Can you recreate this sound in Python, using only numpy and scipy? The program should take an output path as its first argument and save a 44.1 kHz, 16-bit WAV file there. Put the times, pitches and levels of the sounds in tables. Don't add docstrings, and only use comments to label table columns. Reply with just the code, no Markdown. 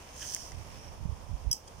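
import sys
import numpy as np
from scipy import signal
from scipy.fft import rfft, irfft
from scipy.io import wavfile
from scipy.ndimage import uniform_filter1d

SR = 44100
rng = np.random.default_rng(int(sys.argv[2]) if len(sys.argv) > 2 else 0)


def persist_wave(psi):
    counts = np.round(np.clip(psi, -1, 1) * 32767).astype(np.int16)
    wavfile.write(sys.argv[1], SR, np.atleast_2d(counts).T)


N = 79380
TIME = np.arange(N) / SR
SIDE_LAG_S = 0.0003047

# frequency in Hz, level in dB when struck at the hook,
# level in dB when struck at the coil, T60 in seconds, left minus right level in dB.
SPRING_MODES = [(3230, -38, -41, 0.029, 2), (4780, -54, -52, 0.016, -1), (5270, -24.5, -28, 0.041, 6.5),
                (5395, -41, -35, 0.036, -3), (5825, -33.5, -37, 0.059, -1), (6050, -29, -43, 0.036, 6),
                (6300, -43, -32.5, 0.02, 6), (7834, -59, -26.5, 0.024, 5.5), (8090, -62, -25, 0.029, 7.5),
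                (8780, -31, -32, 0.023, 2.5), (9700, -47, -41, 0.03, -5), (11610, -30, -40, 0.027, 19.5),
                (12250, -37.5, -46, 0.034, -15), (14850, -36, -33, 0.06, 3)]
LOWEST_MODE_HZ = SPRING_MODES[0][0]


def spring():
    # start in seconds, level in dB,
    # place from 0 (hook) to 1 (coil), seconds until contact damps the ring.
    strikes = [(1.5135, 2, 0.05, 0.0077), (1.5280, 3, 0.98, 0.0053), (1.554, -23, 0.46, 0.0054)]
    # frequency in Hz, spectral density in dB.
    coils = [(1500, -47.5), (2400, -23), (3150, 3), (3700, -55), (4200, -19), (4700, -2.5), (5300, 3),
             (5800, 6.5), (6400, -0.5), (7200, -8.5), (8000, 0), (9200, -9), (10700, -10), (11700, 2),
             (15500, -8)]
    # frequency in Hz, gain in dB.
    notch = [(3350, -1), (3950, -12), (4700, 0)]
    crack_db, shimmer_db, after_ring_db = -32, -42, -23
    out = np.zeros((2, N))
    for start, db, place, contact_s in strikes:
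        free = 1 - rise(start + contact_s, length_s=0.0012)
        onset = rise(start, length_s=0.00027)
        for hz, hook_db, coil_db, t60, pan_db in SPRING_MODES:
            after_ring = amp(after_ring_db) * decay(start, t60=0.3 * LOWEST_MODE_HZ / hz)
            envelope = onset * (free * decay(start, t60) + after_ring)
            tone = np.sin(2 * np.pi * (hz * (TIME - [[0], [SIDE_LAG_S]]) + rng.random()))
            mode_db = db + hook_db + place * (coil_db - hook_db)
            pan = amp([[pan_db / 2], [-pan_db / 2]])
            out += amp(mode_db) * pan * envelope * tone
        out += amp(db + crack_db) * decay(start, t60=0.032) * noise_pair(coils)
        shimmer = rise(start, length_s=0.014) * decay(start, t60=0.19) * noise_pair(coils)
        out += amp(db + shimmer_db) * shimmer
    return np.array([colour(port, notch) for port in out])


def scrape():
    # frequency in Hz, spectral density in dB.
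    friction = [(2400, -18), (3200, -4), (3900, -25), (4800, 1), (5700, -4), (9000, -1), (10500, -14),
                (15500, -24)]
    ping = amp(-0.5) * np.sin(2 * np.pi * LOWEST_MODE_HZ * TIME)
    return swell(centre_s=1.681, sigma_s=0.004, db=-54) * (noise_pair(friction) + ping)


def mat():
    # time in seconds, level in dB, pitch of the passing threads in Hz.
    motion = [(0, -68, 6000), (.11, -66.5, 6223), (.17, -55, 6600), (.215, -48.5, 5940),
              (.265, -47.5, 6269), (.3, -46.5, 5989), (.34, -45.5, 5450), (.375, -49.5, 5630),
              (.45, -54, 5540), (.5, -58, 5600), (.54, -66.5, 5600), (.74, -67.5, 5240), (.9, -79, 5560),
              (1.1, -77, 5561), (1.8, -69.5, 5930)]
    # frequency in Hz, spectral density in dB.
    weave = [(1000, -24.5), (1700, -2), (2400, -16), (3100, 3), (3800, -9), (5000, -2.5), (6200, 0),
             (7500, -2.5), (9000, -2.5), (11000, -8), (15300, -8), (16300, -27)]
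    slack = [(300, -1.5), (900, -5), (1700, -1.5), (2600, 0.5), (3200, -4), (3900, -9.5), (6000, -16.5),
             (9000, -14), (15300, -17.5), (16000, -44)]
    # time in seconds, level in dB.
    crumple = [(0, -56), (.25, -57), (.45, -60.5), (.6, -58), (.75, -56), (.95, -61.5), (1.1, -69.5),
               (1.55, -64.5), (1.8, -68)]
    # frequency in Hz, bandwidth in Hz, relative level in dB.
    fold_modes = [(1720, 410, 3.5), (3130, 530, 5)]
    times, slide_db, pitch_hz = np.transpose(motion)
    hiss = np.array([unit(colour(grains(), weave)) for port in range(2)])
    swish = amp(-6) * grain_band(np.interp(TIME, times, pitch_hz), width_hz=790)
    slide = amp(np.interp(TIME, times, slide_db)) * (hiss + both_ports(swish, SIDE_LAG_S))
    rustle = level(crumple) * np.array([unit(colour(grains(), slack)) for port in range(2)])
    fold = sum(amp(db) * grain_band(hz, width_hz) for hz, width_hz, db in fold_modes)
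    drag = swell(centre_s=0.2315, sigma_s=0.014, db=-47.5) * unit(fold)
    rub = swell(centre_s=0.82, sigma_s=0.11, db=-66.5) * grain_band(hz=5550, width_hz=550)
    return slide + rustle + drag + both_ports(rub, SIDE_LAG_S)


def grains(per_second=6000, spread_db=7, smooth_share=0.52):
    sizes = amp(spread_db * np.minimum(rng.exponential(1, N), 5)) * rng.choice([-1, 1], N)
    clicks = unit(sizes * (rng.random(N) < per_second / SR))
    return np.sqrt(1 - smooth_share) * clicks + np.sqrt(smooth_share) * rng.standard_normal(N)


def grain_band(hz, width_hz):
    carrier = np.exp(2j * np.pi * np.cumsum(np.full(N, hz)) / SR)
    pole = np.exp(-np.pi * width_hz / SR)
    baseband = signal.lfilter([(1 - pole) ** 2], [1, -2 * pole, pole ** 2], grains() / carrier)
    return unit((carrier * baseband).real)


def snaps():
    # start in seconds, level in dB, T60 in seconds, dull share from 0 to 1.
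    releases = [(.3477, -14, 0.0033, 0), (0.3638, -31.5, 0.013, 0.38), (.5185, -43.5, 0.017, 1)]
    # frequency in Hz, spectral density in dB.
    tick = [(300, -25), (2000, -18), (3900, -18), (5200, -8), (6100, 0), (7500, -4), (9500, -5),
            (15500, -5)]
    fold = [(400, -20), (1200, -11), (1900, 0), (2200, -1), (2600, -12), (3200, -7), (3900, -22),
            (5000, -7), (12000, -21)]
    out = np.zeros(N)
    for start, db, t60, dull_share in releases:
        envelope = decay(start, t60)
        slip = envelope * rng.standard_normal(N)
        bright = np.sqrt(1 - dull_share) * unit(colour(slip, tick))
        dull = np.sqrt(dull_share) * unit(colour(slip, fold))
        out += amp(db) * (bright + dull) * np.sqrt(np.mean(envelope ** 2))
    return both_ports(out, lag_s=0.00005)


def wind():
    # frequency in Hz, spectral density in dB.
    buffet = [(10, -16), (28, -7), (45, -1.5), (72, 0), (110, -4), (160, -12), (240, -23), (400, -43),
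              (1000, -70)]
    # time in seconds, level in dB.
    gusts = [(0, -60.5), (.48, -52), (.56, -35), (.67, -46.5), (.78, -42), (.82, -52), (.9, -44),
             (.99, -47), (1.015, -32), (1.06, -35), (1.15, -43.5), (1.265, -46.5), (1.285, -35.5),
             (1.33, -31), (1.375, -53), (1.46, -33.5), (1.51, -34), (1.54, -61), (1.8, -44.5)]
    # centre in seconds, Gaussian sigma in seconds, level in dB, pitch in Hz.
    puffs = [(1.057, 0.0025, -17, 113), (1.097, 0.0047, -20.5, 68), (1.126, .005, -25.5, 88),
             (1.349, 0.0073, -24.5, 52), (1.476, 0.0083, -19, 54)]
    eddies = noise(buffet)
    strength = uniform_filter1d(abs(signal.hilbert(eddies)), size=900)
    pressure = unit(eddies / strength ** 0.14) * level(gusts)
    for centre_s, sigma_s, db, hz in puffs:
        pressure += swell(centre_s, sigma_s, db) * np.sin(2 * np.pi * (hz * TIME + rng.random()))
    return np.array([np.zeros(N), pressure])


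def wash():
    # frequency in Hz, spectral density in dB.
    spectrum = [(15, -3), (60, 9.5), (130, 0.5), (220, -2.5), (350, -5.5), (530, -1), (750, -2.5),
                (1000, -1), (1350, -11.5), (1900, -16.5), (3200, -16), (3900, -24.5), (5500, -25),
                (9000, -27), (15300, -29.5), (16200, -65)]
    # frequency in Hz, correlation from 0 to 1.
    likeness = [(40, 1), (250, 0.99), (700, 0.17), (1500, 0.011), (3000, 0.16), (8000, 0.041)]
    left, unrelated = noise_pair(spectrum)
    correlation = at_hz(likeness, np.fft.rfftfreq(N, 1 / SR))
    right = irfft(correlation * rfft(left) + np.sqrt(1 - correlation ** 2) * rfft(unrelated), N)
    flutter_db = noise([(1, 1.0), (10, 3), (40, -28), (200, -100)])
    return amp(-50.5 + flutter_db) * np.array([left, right])


def amp(db):
    return 10 ** (np.asarray(db) / 20)


def unit(x):
    return x / np.sqrt(np.mean(x ** 2) + 1e-20)


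def at_hz(points, hz):
    frequencies, values = np.transpose(points)
    return np.interp(np.log(hz + 1), np.log(frequencies + 1), values)


def level(points):
    return amp(np.interp(TIME, *np.transpose(points)))


def colour(x, points, size=4096):
    log_gain = np.log(amp(at_hz(points, abs(np.fft.fftfreq(size, 1 / SR)))))
    taps = np.fft.ifft(np.exp(np.conj(signal.hilbert(log_gain)))).real
    return signal.fftconvolve(x, taps[:size // 2])[:len(x)]


def noise(points):
    gain = amp(at_hz(points, np.fft.rfftfreq(N, 1 / SR)))
    return unit(irfft(rfft(rng.standard_normal(N)) * gain, N))


def noise_pair(points):
    return np.array([noise(points), noise(points)])


def decay(start, t60):
    return (TIME >= start) * np.exp(-np.log(1000) * np.maximum(TIME - start, 0) / t60)


def rise(start, length_s):
    return 1 - np.exp(-(np.maximum(TIME - start, 0) / length_s) ** 2)


def swell(centre_s, sigma_s, db):
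    return amp(db) * np.exp(-0.5 * ((TIME - centre_s) / sigma_s) ** 2)


def both_ports(x, lag_s):
    return np.array([x, np.interp(TIME - lag_s, TIME, x)])


def scene():
    return spring() + scrape() + mat() + snaps() + wind() + wash()


def record(dry):
    # frequency in Hz, gain in dB.
    left_port = [(2500, -1), (3200, -2.5), (4200, 1.5), (5400, -0.5), (6400, -2.5), (7700, 1.5), (8800, 8),
                 (9700, 5.5), (10700, -0.5), (15000, -5.5)]
    right_port = [(2500, 0), (4200, 1.5), (5200, 12), (5850, 10.5), (6550, 10.5), (7500, 2.5), (9000, -5.5),
                  (11000, -3), (13700, -1), (14800, 1.5)]
    threshold_db, duck_slope, release_db_per_s = -23.5, 0.63, 45
    ports = np.array([colour(dry[0], left_port), colour(dry[1], right_port)])
    power = abs(uniform_filter1d((ports ** 2).mean(0), size=64))
    power_db = 10 * np.log10(power + 1e-12)
    release_db = release_db_per_s * TIME
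    held_db = np.maximum.accumulate(power_db + release_db) - release_db
    ducked = ports / amp(duck_slope * np.maximum(held_db - threshold_db, 0))
    low_pass = signal.firwin(255, cutoff=16400, window=("kaiser", 9), fs=SR)
    return signal.oaconvolve(ducked, low_pass[None], "same")


dry = scene()
out = record(dry)
persist_wave(out)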